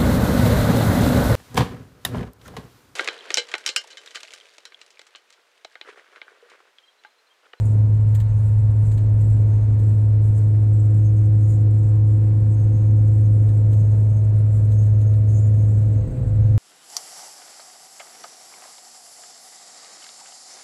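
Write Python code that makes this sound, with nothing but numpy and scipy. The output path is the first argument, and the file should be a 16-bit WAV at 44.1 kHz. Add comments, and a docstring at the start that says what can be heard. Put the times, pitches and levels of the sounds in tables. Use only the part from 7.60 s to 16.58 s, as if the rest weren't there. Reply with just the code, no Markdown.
"""Hovercraft cabin at cruising speed

A four-cylinder engine booms at its firing rate; it drives a four-blade propeller through a reduction and a
lift fan by belt, all as sines geared to the crank. Airflow and skirt rumble fill the cabin as coloured noise.
Small loose metal parts jingle on the dashboard as resonances rung by tiny contacts, jolted by bumps.
The propeller's blade tones swell and thin against two cabin echoes as the hand-held microphone leans."""
import sys
import numpy as np
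from scipy import signal
from scipy.fft import rfft, irfft
from scipy.io import wavfile

SR = 44100
rng = np.random.default_rng(int(sys.argv[2]) if len(sys.argv) > 2 else 0)


def materialize(psi):
    """Save the field psi as 16-bit PCM at rate SR to the path in sys.argv[1].

    A 1-D psi becomes a single channel; in a 2-D psi each row is a channel.
    """
    bounded = np.clip(np.atleast_2d(psi).T, -1, 1)
    quanta = np.round(bounded * 32767).astype(np.int16)
    wavfile.write(sys.argv[1], SR, quanta)


N = 395998

PROPELLER_RATIO, FAN_RATIO = 0.3, 0.775   # shaft turns per crank turn
SOUND_M_PER_S = 343

# Airflow swells; only the change around each mean is heard.
# Each row: time in seconds, then level in dB of the bass, the low mids and the upper mids.
AIR_SWELLS = [(0, -28, -47.5, -58), (.3, -30.5, -45.5, -60), (.64, -29.5, -54.5, -58), (1, -29, -51.5, -60),
              (1.4, -29.5, -47.5, -59), (2.1, -30, -46, -59), (2.7, -33, -48.5, -60),
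              (3.1, -32.5, -47, -60.5), (5.7, -30, -46.5, -60.5), (6.2, -31.5, -44.5, -60.5),
              (7.6, -30.5, -47, -60), (8.5, -26, -43, -59), (8.98, -26.5, -48, -58)]
# The hand-held microphone leans toward the windscreen and back.
# Each row: time in seconds, extra path of the first cabin echo in metres.
MICROPHONE_LEAN = [(0.0, 0.001), (1.0, -0.002), (1.6, 0.027), (2.2, 0.054), (2.7, 0.071), (3.2, 0.144),
                   (3.8, 0.159), (4.4, 0.195), (5.4, 0.192), (5.9, 0.125), (6.3, 0.065), (6.7, 0.021),
                   (7.2, 0.026), (8.0, 0.092), (8.98, 0.143)]
# Jingling resonances: three single parts first, then the whole tray.
# Each row: pitch in Hz, width of one resonator pass in Hz, relative drive in dB by rattling, and by jolts.
JINGLING_PARTS = [(6480, 330, 3, -6), (7070, 100, 9, -3), (9450, 330, 7, -6), (7720, 330, 2, -1),
                  (8300, 2800, -2, -4), (12700, 2400, -12, -5), (14700, 1800, -21, -11)]


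def from_db(db):
    """Decibels to gain."""
    return 10 ** (np.asarray(db) / 20)


def rms_one(x):
    """Scale to unit rms."""
    return x / np.sqrt(np.mean(x ** 2) + 1e-20)


def in_time(rows):
    """Columns of a curve table, one value per sample."""
    s, *columns = np.transpose(rows)
    return [np.interp(np.arange(N) / SR, s, column) for column in columns]


def drift(rate_hz):
    """Slow random curve of spread 1: noise at every 40th sample through a double one-pole low-pass."""
    r = np.exp(-80 * np.pi * rate_hz / SR)
    noise = rng.standard_normal(N // 40 + 2002)
    slow = signal.lfilter([1], [1, -2 * r, r * r], noise)[2000:]   # without the filter's start-up
    return np.interp(np.arange(N) / 40, np.arange(len(slow)), rms_one(slow - slow.mean()))


def resonate(x, hz, width_hz):
    """Two-pole resonance, gain 1 on top."""
    r = np.exp(-np.pi * width_hz / SR)
    zeros = np.array([1, 0, -1]) * (1 - r * r) / 2
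    poles = [1, -2 * r * np.cos(2 * np.pi * hz / SR), r * r]
    return signal.lfilter(zeros, poles, x)


def tone(turns, level_db, waver_db, rate_hz):
    """A sine locked to a shaft, at an rms level that wavers."""
    gain = np.sqrt(2) * from_db(level_db + waver_db * drift(rate_hz))
    return gain * np.sin(2 * np.pi * (turns + rng.random()))


def spells(rows):
    """Rows of start, hold and level as one gain: rise, hold, fall; powers add."""
    rise_s, fall_s = 0.035, 0.11
    t = np.arange(0, N + 40, 40) / SR
    power = np.zeros(len(t))
    for start_s, hold_s, level_db in rows:
        corners_s = np.cumsum([start_s - rise_s, rise_s, abs(hold_s), fall_s])
        power += from_db(2 * level_db) * np.interp(t, corners_s, [0, 1, 1, 0]) ** 2
    return np.interp(np.arange(N) / SR, t, np.sqrt(power))


def airflow():
    """Turbulent air and skirt rumble: coloured noise in five ranges, each breathing on its own."""
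    # Colour of the rumble and airflow. Each row: frequency in Hz, relative level in dB per Hz.
    rumble = [(12, -30), (22, -12.5), (45, -6), (85, 1.5), (135, -5), (170, -8.5), (230, -15), (320, -18.5),
              (500, -24.5), (650, -30.5), (900, -37.5), (1500, -41), (2600, -48), (3300, -55), (4200, -52),
              (5100, -60.5), (9000, -63.5), (11000, -86.5), (13000, -68.5), (15500, -74.5)]
    wander_db, mids_loss_db_per_m = 1.2, 18.5
    hz = np.maximum(np.arange(N // 2 + 1) * SR / N, 1)
    knots_hz, colour_db = np.transpose(rumble)
    noise = rfft(rng.standard_normal(N)) * from_db(np.interp(np.log(hz), np.log(knots_hz), colour_db))
    # share of the spectrum below each range edge; neighbours differ by one range
    below = [0] + [1 / (1 + (hz / edge_hz) ** 6) for edge_hz in (160, 310, 520, 780)] + [1]

    bass_db, low_mid_db, upper_db = in_time(AIR_SWELLS)
    lean_m = in_time(MICROPHONE_LEAN)[0]
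    # the highest of the three middle ranges sinks as the microphone leans forward
    middle_db = [low_mid_db + wander_db * drift(1.5) - loss * lean_m for loss in (0, 0, mids_loss_db_per_m)]
    out = np.zeros(N)
    for lower, upper, level_db in zip(below, below[1:], [bass_db, *middle_db, upper_db]):
        # the curves give the change, the spectrum the mean level
        breath = from_db(level_db - level_db.mean() + 0.67 * drift(11.0))
        out += irfft(noise * (upper - lower), N) * breath
    return out * from_db(-5.0)


def rattling():
    """How hard each part is shaken: the whole tray never rests, single parts follow it loosely."""
    # Spells of harder rattling of the whole tray. Each row: start in seconds, hold in seconds, drive in dB.
    shakes = [(0, 0.11, -61), (.54, 0.041, -68), (.7, 0.45, -73.5), (1.25, 0.095, -62), (1.6, 0.33, -66.5),
              (2.19, 0.14, -65), (2.64, 0.026, -63), (2.76, .03, -64.5), (3.1, 0.25, -67),
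              (3.38, 0.051, -65.5), (3.57, 0.031, -63.5), (3.82, .04, -59), (3.9, 0.033, -61.5),
              (4.11, 0.18, -65), (4.53, .04, -68.5), (4.89, .02, -69), (5.02, 0.19, -71),
              (5.48, 0.064, -64), (5.7, .2, -70.5), (5.95, 0.015, -61.5), (6.13, 0.095, -63.5),
              (6.3, 0.38, -67), (6.92, .07, -62.5), (7.11, 0.1, -63.5), (7.4, .15, -71), (7.7, 0.098, -62),
              (7.95, 0.29, -66), (8.45, .2, -67)]
    # A single part rings out by itself.
    # Each row: start in seconds, hold in seconds, pitch of the part in Hz, drive in dB.
    solos = [(.7, 0.046, 6480, -66.5), (.75, .25, 9450, -74), (1.197, 0.12, 9450, -73),
             (1.55, 0.18, 9450, -71.5), (3.395, .05, 6480, -64), (3.58, 0.028, 6480, -66),
             (3.858, .06, 7070, -64.5), (5.1, 0.1, 6480, -71), (5.55, .25, 9450, -69),
             (7.203, 0.041, 6480, -62.5), (7.44, 0.027, 6480, -65), (7.702, 0.059, 6480, -55.5),
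             (7.748, 0.086, 7070, -60), (7.8, 0.32, 9450, -68), (7.87, .04, 6480, -68),
             (8.02, .06, 7070, -68), (8.823, 0.027, 6480, -71)]
    tray_rest_db, part_under_tray_db, comes_and_goes_db = -67.5, (-8, -16.5, -12), 5.5
    tray = np.hypot(from_db(tray_rest_db), spells(shakes)) * from_db(1.8 * drift(29.0))
    drives = []
    for part, under_db in zip(JINGLING_PARTS, part_under_tray_db):
        own = [(s, hold_s, db) for s, hold_s, hz, db in solos if abs(hz / part[0] - 1) < .055]
        following = tray * from_db(under_db + comes_and_goes_db * drift(1.6))
        drives.append(following + spells(own))
    return drives + [tray] * (len(JINGLING_PARTS) - len(drives))


def knocks():
    """Bumps as short bursts of drive, one curve for the bright parts and one for the dull dashboard."""
    # Knocks that jolt the parts.
    # Each row: time in seconds, drive in dB of the bright parts, drive in dB of the dull body.
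    jolts = [(0.546, -29.5, -43.5), (0.599, -36, -43.5), (1.3134, -45, -49), (1.3738, -44, -45.5),
             (1.6094, -45, -61), (1.7988, -55, -64), (2.1909, -47.5, -56.5), (2.6409, -46, -65),
             (2.7771, -47.5, -67), (3.8871, -48, -66), (5.886, -45.5, -53), (6.127, -45, -51),
             (6.9681, -44.5, -60.5), (7.1147, -41, -52.5), (7.2205, -49, -58), (7.2619, -49, -60),
             (7.4094, -49, -55), (7.5348, -52, -52)]
    rise_s, t60_s = .004, .075
    age = np.arange(SR // 4) / SR
    burst = from_db(-60 * age / t60_s) * np.minimum(age / rise_s, 1)
    bright, dull = np.zeros(N), np.zeros(N)
    for s, bright_db, body_db in jolts:
        at = round(s * SR)
        bright[at:at + len(age)] += burst * from_db(bright_db)
        dull[at:at + len(age)] += burst * from_db(body_db)
    return bright, dull


def jingle():
    """Dense tiny contacts ring the parts; a jolt is a short burst of them that also wakes the dashboard."""
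    # Dull modes of the dashboard. Each row: pitch in Hz, width of one pass in Hz, relative drive in dB.
    dashboard = [(1790, 200, 1.5), (2350, 600, -7.5), (3100, 720, -7.5), (3930, 1300, -7.5)]
    sizes = from_db(1.9 * np.minimum(rng.exponential(1, N), 5)) * rng.choice([-1, 1], N)
    contacts = rms_one(sizes * (rng.random(N) < 6000 / SR))   # about 6000 contacts per second
    bright, dull = knocks()
    drives = [(hz, width_hz, dull * from_db(level_db + 16.0)) for hz, width_hz, level_db in dashboard]
    for (hz, width_hz, rattle_db, jolt_db), rattle in zip(JINGLING_PARTS, rattling()):
        flutter_db = (3 if width_hz < 1000 else 1.2) * drift(12.0)   # small parts flutter most
        drive = rattle * from_db(rattle_db + 13.5 + flutter_db) + bright * from_db(jolt_db + 1.5)
        drives.append((hz, width_hz, drive))
    out = np.zeros(N)
    for hz, width_hz, drive in drives:
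        # each resonance meets the contacts at its own offset; the tiny constant keeps the filter awake
        struck = np.roll(contacts, rng.integers(N)) * drive + 1e-18
        out += resonate(resonate(struck, hz, width_hz), hz, width_hz)   # twice: steep skirts
    return out


def blade_tones(crank):
    """Upper propeller harmonics; each meets two echoes whose paths change as the microphone leans."""
    # Multiples of the propeller shaft speed, one per blade tone.
    multiples = [20, 28, 32, 36, 40, 44, 48, 52, 56, 60, 64, 68]
    # Each row: rms level in dB alone at mid time before dulling, lag at rest of the first echo and of the
    # second echo in wavelengths, slow trend in dB per second.
    blades = [(-44.0, 0.58, 0.38, -1.1), (-47.5, 0.43, 0.75, 0.26), (-53.5, 0.86, 0.31, 0.9),
              (-57.5, 0.33, 0.49, 0.7), (-58.5, 0.11, 0.76, 0.9), (-66.0, 0.77, 0.25, 0.2),
              (-67.5, 0.44, 0.79, -1.5), (-72, 0.78, 0.02, 0.9), (-61, 0.1, 0.41, 0.1),
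              (-71.0, 0.82, 0.78, -0.5), (-71.5, 0.19, 0.25, 0.42), (-74.0, 0.3, 0.11, -0.4)]
    echo_share, second_echo_share, second_path_rate = .85, .5, 2.48   # the second path changes faster
    dulling_s, dulling_takes_s, dulling_db, dulling_above_hz = 6.6, .25, 8.5, 860
    t = np.arange(N) / SR
    lean_m = in_time(MICROPHONE_LEAN)[0]
    shaft_hz = PROPELLER_RATIO * crank[-1] * SR / N   # mean speed
    # late on, the upper blade tones drop and stay low
    drop_db = dulling_db * np.clip((t - dulling_s) / dulling_takes_s, 0, 1)
    out = np.zeros(N)
    for multiple, (level_db, lag, second_lag, trend) in zip(multiples, blades):
        hz = multiple * shaft_hz
        level_db = level_db + trend * (t - t.mean()) - drop_db * (hz > dulling_above_hz)
        extra = lean_m * hz / SOUND_M_PER_S   # in wavelengths
        echo = echo_share * np.exp(2j * np.pi * (lag + extra))
        second_echo = second_echo_share * np.exp(2j * np.pi * (second_lag + second_path_rate * extra))
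        direct = tone(PROPELLER_RATIO * multiple * crank, level_db, waver_db=0.55, rate_hz=1.7)
        out += np.abs(1 + echo + second_echo) * direct
    return out


def shaft_tones(crank):
    """Steady tones at multiples of the engine, propeller and fan shaft speeds."""
    # Each row of the three tables: multiple of that shaft's speed, rms level in dB.
    engine_orders = [(1, -39), (2.5, -47.5), (3, -44.5), (3.5, -56.5), (4, -54.5), (4.5, -46), (5, -48),
                     (5.5, -62.5), (6.5, -60), (7, -65.5), (7.5, -61), (8, -61.5), (8.5, -66.5), (9, -62.5),
                     (10, -66), (10.5, -65.5), (13, -68)]
    propeller_orders = [(1, -52), (2, -55), (4, -39), (8, -39), (9, -49.5), (12, -53.5), (16, -55.5),
                        (24, -66.5), (33, -58.5), (34, -67), (72, -79.5), (80, -79)]
    fan_orders = [(1, -39.5), (3, -42)]
    bass_db, upper_bass_db = in_time(AIR_SWELLS)[:2]
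    out = np.zeros(N)
    for ratio, orders in ((1, engine_orders), (PROPELLER_RATIO, propeller_orders), (FAN_RATIO, fan_orders)):
        for multiple, level_db in orders:
            per_turn = ratio * multiple   # cycles per crank turn
            # deep tones rise and fall with the airflow in their range
            deep_db = (bass_db - bass_db.mean()) * (per_turn < 2.6)
            deep_db += (upper_bass_db - upper_bass_db.mean()) * (3.2 < per_turn < 5.2)
            out += tone(per_turn * crank, level_db + deep_db, waver_db=2.5, rate_hz=0.32)
    return out


def firing_boom(crank):
    """Four cylinders fire twice a turn; late on, the boom fades through silence and returns inverted."""
    # Each row: time in seconds, rms level in dB.
    boom = [(0, -17.5), (.1, -14), (.67, -15.5), (1, -13), (1.25, -14.5), (3.4, -12.5), (3.9, -14),
            (6.4, -13.5), (8.2, -14), (8.98, -13)]
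    turnover_s, turnover_length_s = 8.55, 0.47   # middle and length of the fade
    turnover = np.clip(2 * (turnover_s - np.arange(N) / SR) / turnover_length_s, -1, 1)
    return turnover * tone(2 * crank, in_time(boom)[0], waver_db=0.57, rate_hz=0.97)


def machinery():
    """All shafts are geared to the crank, so every tone follows its speed."""
    # Each row: time in seconds, crank speed in turns per second.
    crank_speed = [(0, 53.17), (0.5, 53.15), (1.1, 53.11), (1.7, 53.04), (2.3, 52.94), (2.9, 52.89),
                   (3.5, 52.93), (4.1, 53.01), (4.7, 53.04), (5.3, 53.1), (5.9, 52.96), (6.5, 52.86),
                   (7.1, 52.76), (7.7, 52.84), (8.3, 53.01), (8.98, 53.01)]
    crank = np.cumsum(in_time(crank_speed)[0]) / SR   # turns so far
    return blade_tones(crank) + shaft_tones(crank) + firing_boom(crank)


def scene():
    """Everything reaches one microphone."""
    return (airflow() + jingle() + machinery())[None]


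def record(dry):
    """The microphone port cancels a treble band; the top is cut."""
    port_hz, port_width_hz, cutoff_hz = 10800, 4900, 15690
    notched = dry - resonate(dry[0], port_hz, port_width_hz)
    return signal.sosfilt(signal.ellip(12, .5, 70, cutoff_hz, fs=SR, output="sos"), notched)


dry = scene()
out = record(dry)
materialize(out)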